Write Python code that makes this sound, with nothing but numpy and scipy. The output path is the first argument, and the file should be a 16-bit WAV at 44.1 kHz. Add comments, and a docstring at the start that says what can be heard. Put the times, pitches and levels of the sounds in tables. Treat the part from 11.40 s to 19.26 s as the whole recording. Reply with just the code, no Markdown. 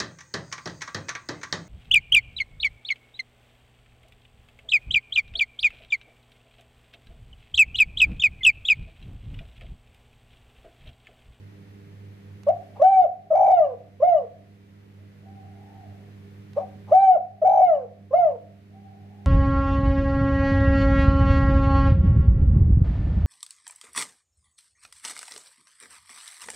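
"""In an echoing room, a caged spotted dove close by coos two phrases: a short note, an arched coo,
a rolled coo and a low closing coo. Its voice is an almost pure tone with a faint buzz; in a roll its
throat pinches quickly again and again. Nearby walls throw the sound back and the room rings on.
A second dove answers far off, over mains hum and soft rumble and hiss. An automatic volume control
turns everything down on each loud coo, so the background dips and creeps back."""
import sys
import numpy as np
from scipy import signal
from scipy.fft import rfft, irfft, next_fast_len
from scipy.io import wavfile
from scipy.ndimage import uniform_filter1d

SR = 44100
rng = np.random.default_rng(int(sys.argv[2]) if len(sys.argv) > 2 else 0)


def wav_out(sig):
    """Save sig, one row per channel (or a flat mono array), as 16-bit PCM at SR to the path in sys.argv[1]."""
    wavfile.write(sys.argv[1], SR, np.round(np.clip(np.atleast_2d(sig).T, -1, 1) * 32767).astype(np.int16))


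N = 346626
TIME = np.arange(N) / SR
SIZE = next_fast_len(N, True)
FREQS = np.fft.rfftfreq(SIZE, 1 / SR)

# tone colour of the rasp in the throat: f/Hz, relative level/dB
THROAT_RASP = [(100, -32), (350, -7), (550, -2.5), (800, 6.5), (1200, -11), (1600, -31.5), (2300, -26.5),
               (4500, -36), (6100, -35.5), (7000, -42.5), (15000, -57)]


def voice(notes, slack_hz=580, taut_hz=750, ring_hz=2880, ring_width_hz=190, ring_db=14):
    """A dove's nearly pure tone: clean when taut and high, hoarse and dull when slack and low."""
    # strength of an overtone by where it falls: f/Hz, relative level/dB
    overtones = [(850, -17), (1150, -22.5), (1450, -39), (1650, -44.5), (2200, -40), (2500, -45),
                 (3000, -47), (3400, -56), (3800, -52.5), (4600, -55), (5300, -63), (6100, -47.5),
                 (6800, -68), (7700, -63), (10200, -58.5), (12000, -70)]
    # hiss of air forced through a roll: f/Hz, relative level/dB
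    hiss_colour = [(1100, 3), (1700, -12), (2500, -7), (4500, -11.5), (5600, -7), (6100, 9), (6600, -13),
                   (15000, -29.5)]
    out, pinches = np.zeros(N), throat_roll()
    wobble, rasp = drift(150), noise(THROAT_RASP)
    hiss = noise(hiss_colour) * amp(-38.5) * uniform_filter1d(pinches, size=900)
    for note in notes:
        on, pitch, loudness = coo_shape(*note)
        t, pinch = TIME[on], pinches[on]
        # each pinch pulls pitch and loudness down together and makes the pitch shakier
        jitter = (.003 + .025 * pinch) * wobble[on]
        hz = pitch * (1 - .234 * pinch) * (1 + jitter)
        level = loudness * amp(-9.5 * pinch)
        phase = 2 * np.pi * np.cumsum(hz) / SR
        tilt_db = np.interp(hz, [slack_hz, taut_hz], [-2.5, -.85])
        tone = np.sin(phase)
        for k in range(2, 16):
            # the buzz: even multiples of the pitch are weaker, and each overtone flickers on its own
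            buzz_db = read(overtones, k * hz) + tilt_db * (k - 2) - 3.8 * (k % 2 == 0) - 5 * pinch
            if k == 5:  # on the way down, this overtone sweeps through a narrow resonance
                falling = t > t[pitch.argmax()]
                buzz_db += ring_db * np.exp(-((k * hz - ring_hz) / ring_width_hz) ** 2) * falling * (1 - pinch)
            tone += amp(buzz_db + 3.8 * drift(30, t)) * np.sin(k * phase)
        rasp_db = np.interp(hz, [slack_hz, taut_hz], [-21.5, -47])
        hoarse = amp(rasp_db) * rasp[on] + hiss[on]
        out[on] += level * (np.sqrt(2) * tone + hoarse)
    return out


def coo_shape(start, kind, catch, hold, top_hz, effort_db, attack_s=.012, release_s=.008):
    """One coo's pitch and loudness: a soft low start (the catch), a leap, a held arch, a fading fall."""
    # by kind: opening/s, rise/s, fall/s, first pitch/top, last pitch/top, bend of fall, catch level/dB
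    shapes = {"short": (.012, .0216, .005, .76, .85, 0, -2.9),
              "arched": (.011, .025, .029, .7, .58, -.15, -17),
              "rolled": (.012, .0102, .186, .812, .6, .4, -4),
              "closing": (.013, .0242, .118, .717, .615, -.03, -15)}
    opening, rise, fall, first, last, bend, catch_db = shapes[kind]
    arch_start, arch_end = .95, .91  # shares of the top pitch
    crest = .375  # how far through the hold the pitch peaks
    risen = catch + rise
    length = risen + hold + fall
    on = (TIME > start) & (TIME < start + length)
    t = TIME[on] - start
    held, sunk = ramp(t - risen, hold), ramp(t - risen - hold, fall)
    leap = (first - arch_start) * (1 - ramp(t - catch, rise))
    from_crest = np.interp(held, [0, crest, 1], [1, 0, 1])
    arch = 1 - np.where(held < crest, 1 - arch_start, 1 - arch_end) * from_crest ** 1.45
    drop = (last - arch_end) * (sunk + bend * sunk * (1 - sunk))
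    pitch = top_hz * (leap + arch + drop)
    shut_db = catch_db * (1 - ramp(t - catch, opening))
    slack_db = .112 * np.maximum(680 - pitch, 0) * ramp(t - risen, opening)  # fades below 680 Hz
    edges = np.sin(np.pi / 2 * ramp(t, attack_s) * ramp(length - t, release_s)) ** 2
    return on, pitch, edges * amp(effort_db + shut_db - slack_db)


def throat_roll(snap=2.5, uneven=.22, skew=.15):
    """How far the throat is pinched, from 0 to 1: in a roll it shuts and opens beat after beat."""
    # rolled stretches: start/s, end/s, first beat rate/Hz, last beat rate/Hz
    rolls = [(1.9209, 2.1204, 55.33, 51.88), (6.0282, 6.2236, 40.18, 55.23), (4.12, 4.33, 50, 52),
             (7.61, 7.82, 50, 52)]
    pinch = np.zeros(N)
    strength = np.clip(.85 + uneven * drift(25), 0, 1)
    for start, end, first_rate, last_rate in rolls:
        on = (TIME > start) & (TIME < end)
        rate = np.interp(TIME[on], [start, end], [first_rate, last_rate])
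        turn = 2 * np.pi * np.cumsum(rate) / SR
        beats = (1 - np.tanh(snap * np.cos(turn - skew * np.cos(turn)))) / 2
        pinch[on] = beats * signal.windows.tukey(on.sum(), .04)
    return pinch * strength


def grunts():
    """A soft rasp as the throat fills, just before a note finds its pitch."""
    # hoarse starts: t/s, length/s, level/dB
    starts = [(1.35, 0.052, -46.5), (5.145, 0.09, -42.5), (5.472, 0.065, -41.5)]
    swell = sum(amp(db) * np.sin(np.pi * ramp(TIME - s, length)) for s, length, db in starts)
    return swell * noise(THROAT_RASP)


def ticks(decay_s=.0025, gain_db=-3.5):
    """Tiny dry ticks, each a puff of noise that dies in a few milliseconds."""
    # the ticks: t/s, relative level/dB, left minus right/dB
    puffs = [(1.034, -46.5, -12), (1.0879, -40, -2.5), (1.4208, -38, 0.5), (1.4434, -36.5, -5),
             (1.9585, -38.5, -4), (2.115, -36, 3.5), (5.133, -47, -5), (5.5342, -37, 3.5),
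             (5.5513, -35.5, -13), (6.0731, -39, 10), (6.2473, -42, 7)]
    # their tone colour: f/Hz, relative level/dB
    colour = [(100, -8.5), (1000, 3.5), (2200, -1), (4000, -2.5), (7000, -8), (15000, -24.5)]
    level = np.zeros((2, N))
    for s, db, balance_db in puffs:
        on = (TIME > s) & (TIME < s + .02)
        level[:, on] += pan(balance_db) * amp(db + gain_db) * np.exp(-(TIME[on] - s) / decay_s)
    return level * noise(colour)


def walls(x, dull_hz=2200):
    """The direct sound plus duller echoes, which boost or cancel it as the pitch slides."""
    # bounces off nearby walls: delay/s, left gain, right gain
    bounces = [(0.00171, -0.017, 0.36), (0.0041, -0.359, 0.136), (0.00653, 0.695, 0.155),
               (0.00969, 0.111, -0.245), (0.01727, 0.186, -0.086), (0.0174, 0.157, 0.136),
               (0.03255, -0.08, -0.04), (0.0333, 0.193, 0.183)]
    echoes = sum(np.outer([left, right], np.exp(-2j * np.pi * FREQS * delay))
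                 for delay, left, right in bounces)
    dulled = echoes / np.hypot(1, (FREQS / dull_hz) ** 2)
    return irfft(rfft(x, SIZE) * (1 + dulled), SIZE)[:, :N]


def room(x, build_up_s=.017, shared=.52, linger=1):
    """The room rings on: countless blurred echoes, partly alike in both ears, the treble dying first."""
    # time to fade by 60 dB, before linger stretches it: f/Hz, t/s
    fade_times = [(200, 0.4), (700, 0.46), (1500, 0.43), (6000, .2)]
    common, *own = rng.standard_normal((3, SR))
    hz, t, bands = signal.stft(shared * common + (1 - shared) * np.array(own), SR, nperseg=256)
    fade = amp(-60 * t / (linger * read(fade_times, hz)[:, None]))
    swell = 1 - np.exp(-t / build_up_s)
    tail = signal.istft(bands * fade * swell, SR, nperseg=256)[1]
    coo_gain = np.sqrt(np.mean(abs(rfft(tail, SR)[:, 500:850]) ** 2))  # coos lie around 500-850 Hz
    return signal.fftconvolve(x[None], tail / coo_gain, axes=1)[:, :N]


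def far_dove():
    """A second dove, so far off that only its long echo is heard."""
    # its notes: t/s, kind, catch/s, hold/s, top pitch/Hz, effort/dB
    answers = [(3.55, "short", .015, .02, 660, -58), (3.79, "arched", .015, .18, 795, -50.5),
               (4.09, "rolled", .02, .25, 825, -51), (7.27, "arched", .015, .19, 795, -49.5),
               (7.58, "rolled", .02, .25, 810, -52.5)]
    return room(voice(answers), build_up_s=.06, linger=1.6)


def hum(waver_db=2.1, lag_s=.00024):
    """Wavering mains hum from the right, reaching the left ear a little later."""
    # the hum's tones: f/Hz, level at the start/dB, level at the end/dB
    tones = [(100.3, -48.4, -46.8), (200.3, -56.3, -48.8), (298, -64, -62.5), (400.8, -64, -62),
             (483, -70.5, -73.5)]
    clock, out = TIME - np.array([[lag_s], [0]]), 0
    for hz, first_db, last_db in tones:
        level = amp(np.linspace(first_db, last_db, N) + waver_db * drift(8))
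        out = out + level * np.sin(2 * np.pi * hz * clock + .35 * drift(6.7))
    return np.sqrt(2) * out * pan(balance_db=-2.5)


def air(level_db=-53, lag_s=.00048):
    """Low rumble and soft hiss of the surroundings, mostly from the right."""
    # tone colour: f/Hz, relative level/dB
    colour = [(25, -29), (62, -19.5), (80, -12), (120, -14.5), (155, -5.5), (185, -11.5), (250, -15),
              (400, -18), (565, -23.5), (1100, -30.5), (2000, -28), (4000, -37.7), (8000, -47),
              (15400, -48.5)]
    # how alike the two sides are: f/Hz, likeness from 0 to 1
    likeness = [(60, .94), (150, .95), (380, .3), (950, .2), (2380, .2), (5980, .15), (15000, .05)]
    # which side is louder: f/Hz, left minus right/dB
    balance = [(60, -2.5), (150, -5.5), (380, -0.5), (950, -0.5), (2380, 0), (5980, -1.5), (15000, 1)]
    same = read(likeness, FREQS)
    right, other = rfft(rng.standard_normal((2, SIZE))) * amp(read(colour, FREQS))
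    left = (same * right + np.sqrt(1 - same ** 2) * other) * np.exp(-2j * np.pi * FREQS * lag_s)
    pair = irfft(np.array([left, right]) * pan(read(balance, FREQS)), SIZE)[:, :N]
    return unit(pair) * amp(level_db)


def amp(db):
    """Turns decibels into a gain to multiply by."""
    return 10 ** (np.asarray(db) / 20)


def unit(x):
    """Scales a signal to an average strength (rms) of 1."""
    return x / np.sqrt(np.mean(x ** 2) + 1e-20)


def read(points, hz):
    """Reads between (Hz, value) points, with octaves evenly spaced."""
    f, value = np.transpose(points)
    return np.interp(np.log(hz + 1), np.log(f + 1), value)


def pan(balance_db):
    """Left and right gains; above zero, the left is louder."""
    return amp(np.array([[.5], [-.5]]) * balance_db)


def noise(colour):
    """Noise of strength 1 with the given tone colour."""
    white = rfft(rng.standard_normal(SIZE))
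    return unit(irfft(white * amp(read(colour, FREQS)), SIZE)[:N])


def drift(rate_hz, t=TIME):
    """Random wandering, up to about the given rate."""
    knots = rng.standard_normal(4000)
    return unit(np.interp(t * rate_hz * 2, np.arange(len(knots)), knots))


def ramp(t, length):
    """Climbs from 0 to 1 over the given time."""
    return np.clip(t / length, 0, 1)


def scene():
    """The near dove in its room, the far dove and the background."""
    # the near dove's notes: t/s, kind, catch/s, hold/s, top pitch/Hz, effort/dB
    coos = [(1.064, "short", .0165, .0085, 740, -16.8), (1.3931, "arched", .02, .2018, 779, -7.5),
            (1.901, "rolled", .044, .2072, 787, -8), (2.597, "closing", .0192, .097, 726, -9.5),
            (5.162, "short", .001, .002, 640, -22), (5.185, "short", .002, .035, 775, -36),
            (5.5083, "arched", .0075, .2105, 780.5, -6.8), (6.014, "rolled", .029, .218, 787, -7.8),
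            (6.7049, "closing", .0215, .097, 726, -9.8)]
    dove = voice(coos) + grunts()
    near = walls(dove) * pan(balance_db=.4) + ticks()
    return near + room(amp(-11.3) * dove) + far_dove() + hum() + air()


def record(dry, loud_db=-6.9, recovery_db_per_s=3.5, squeeze=.88, cutoff_hz=15500):
    """The volume drops at once on a loud coo and creeps back; the highest treble is cut off."""
    peak_db = 20 * np.log10(abs(dry).max(0) + 1e-9)
    creep = recovery_db_per_s * TIME
    held_db = np.maximum.accumulate(peak_db + creep) - creep  # holds each peak, then slowly lets go
    over_db = np.maximum(held_db - loud_db, 0)
    ducked = dry * amp(-squeeze * uniform_filter1d(over_db, size=200))
    low_pass = signal.firwin(511, cutoff_hz, window=("kaiser", 9), fs=SR)
    return signal.oaconvolve(ducked, low_pass[None], "same")


dry = scene()
out = record(dry)
wav_out(out)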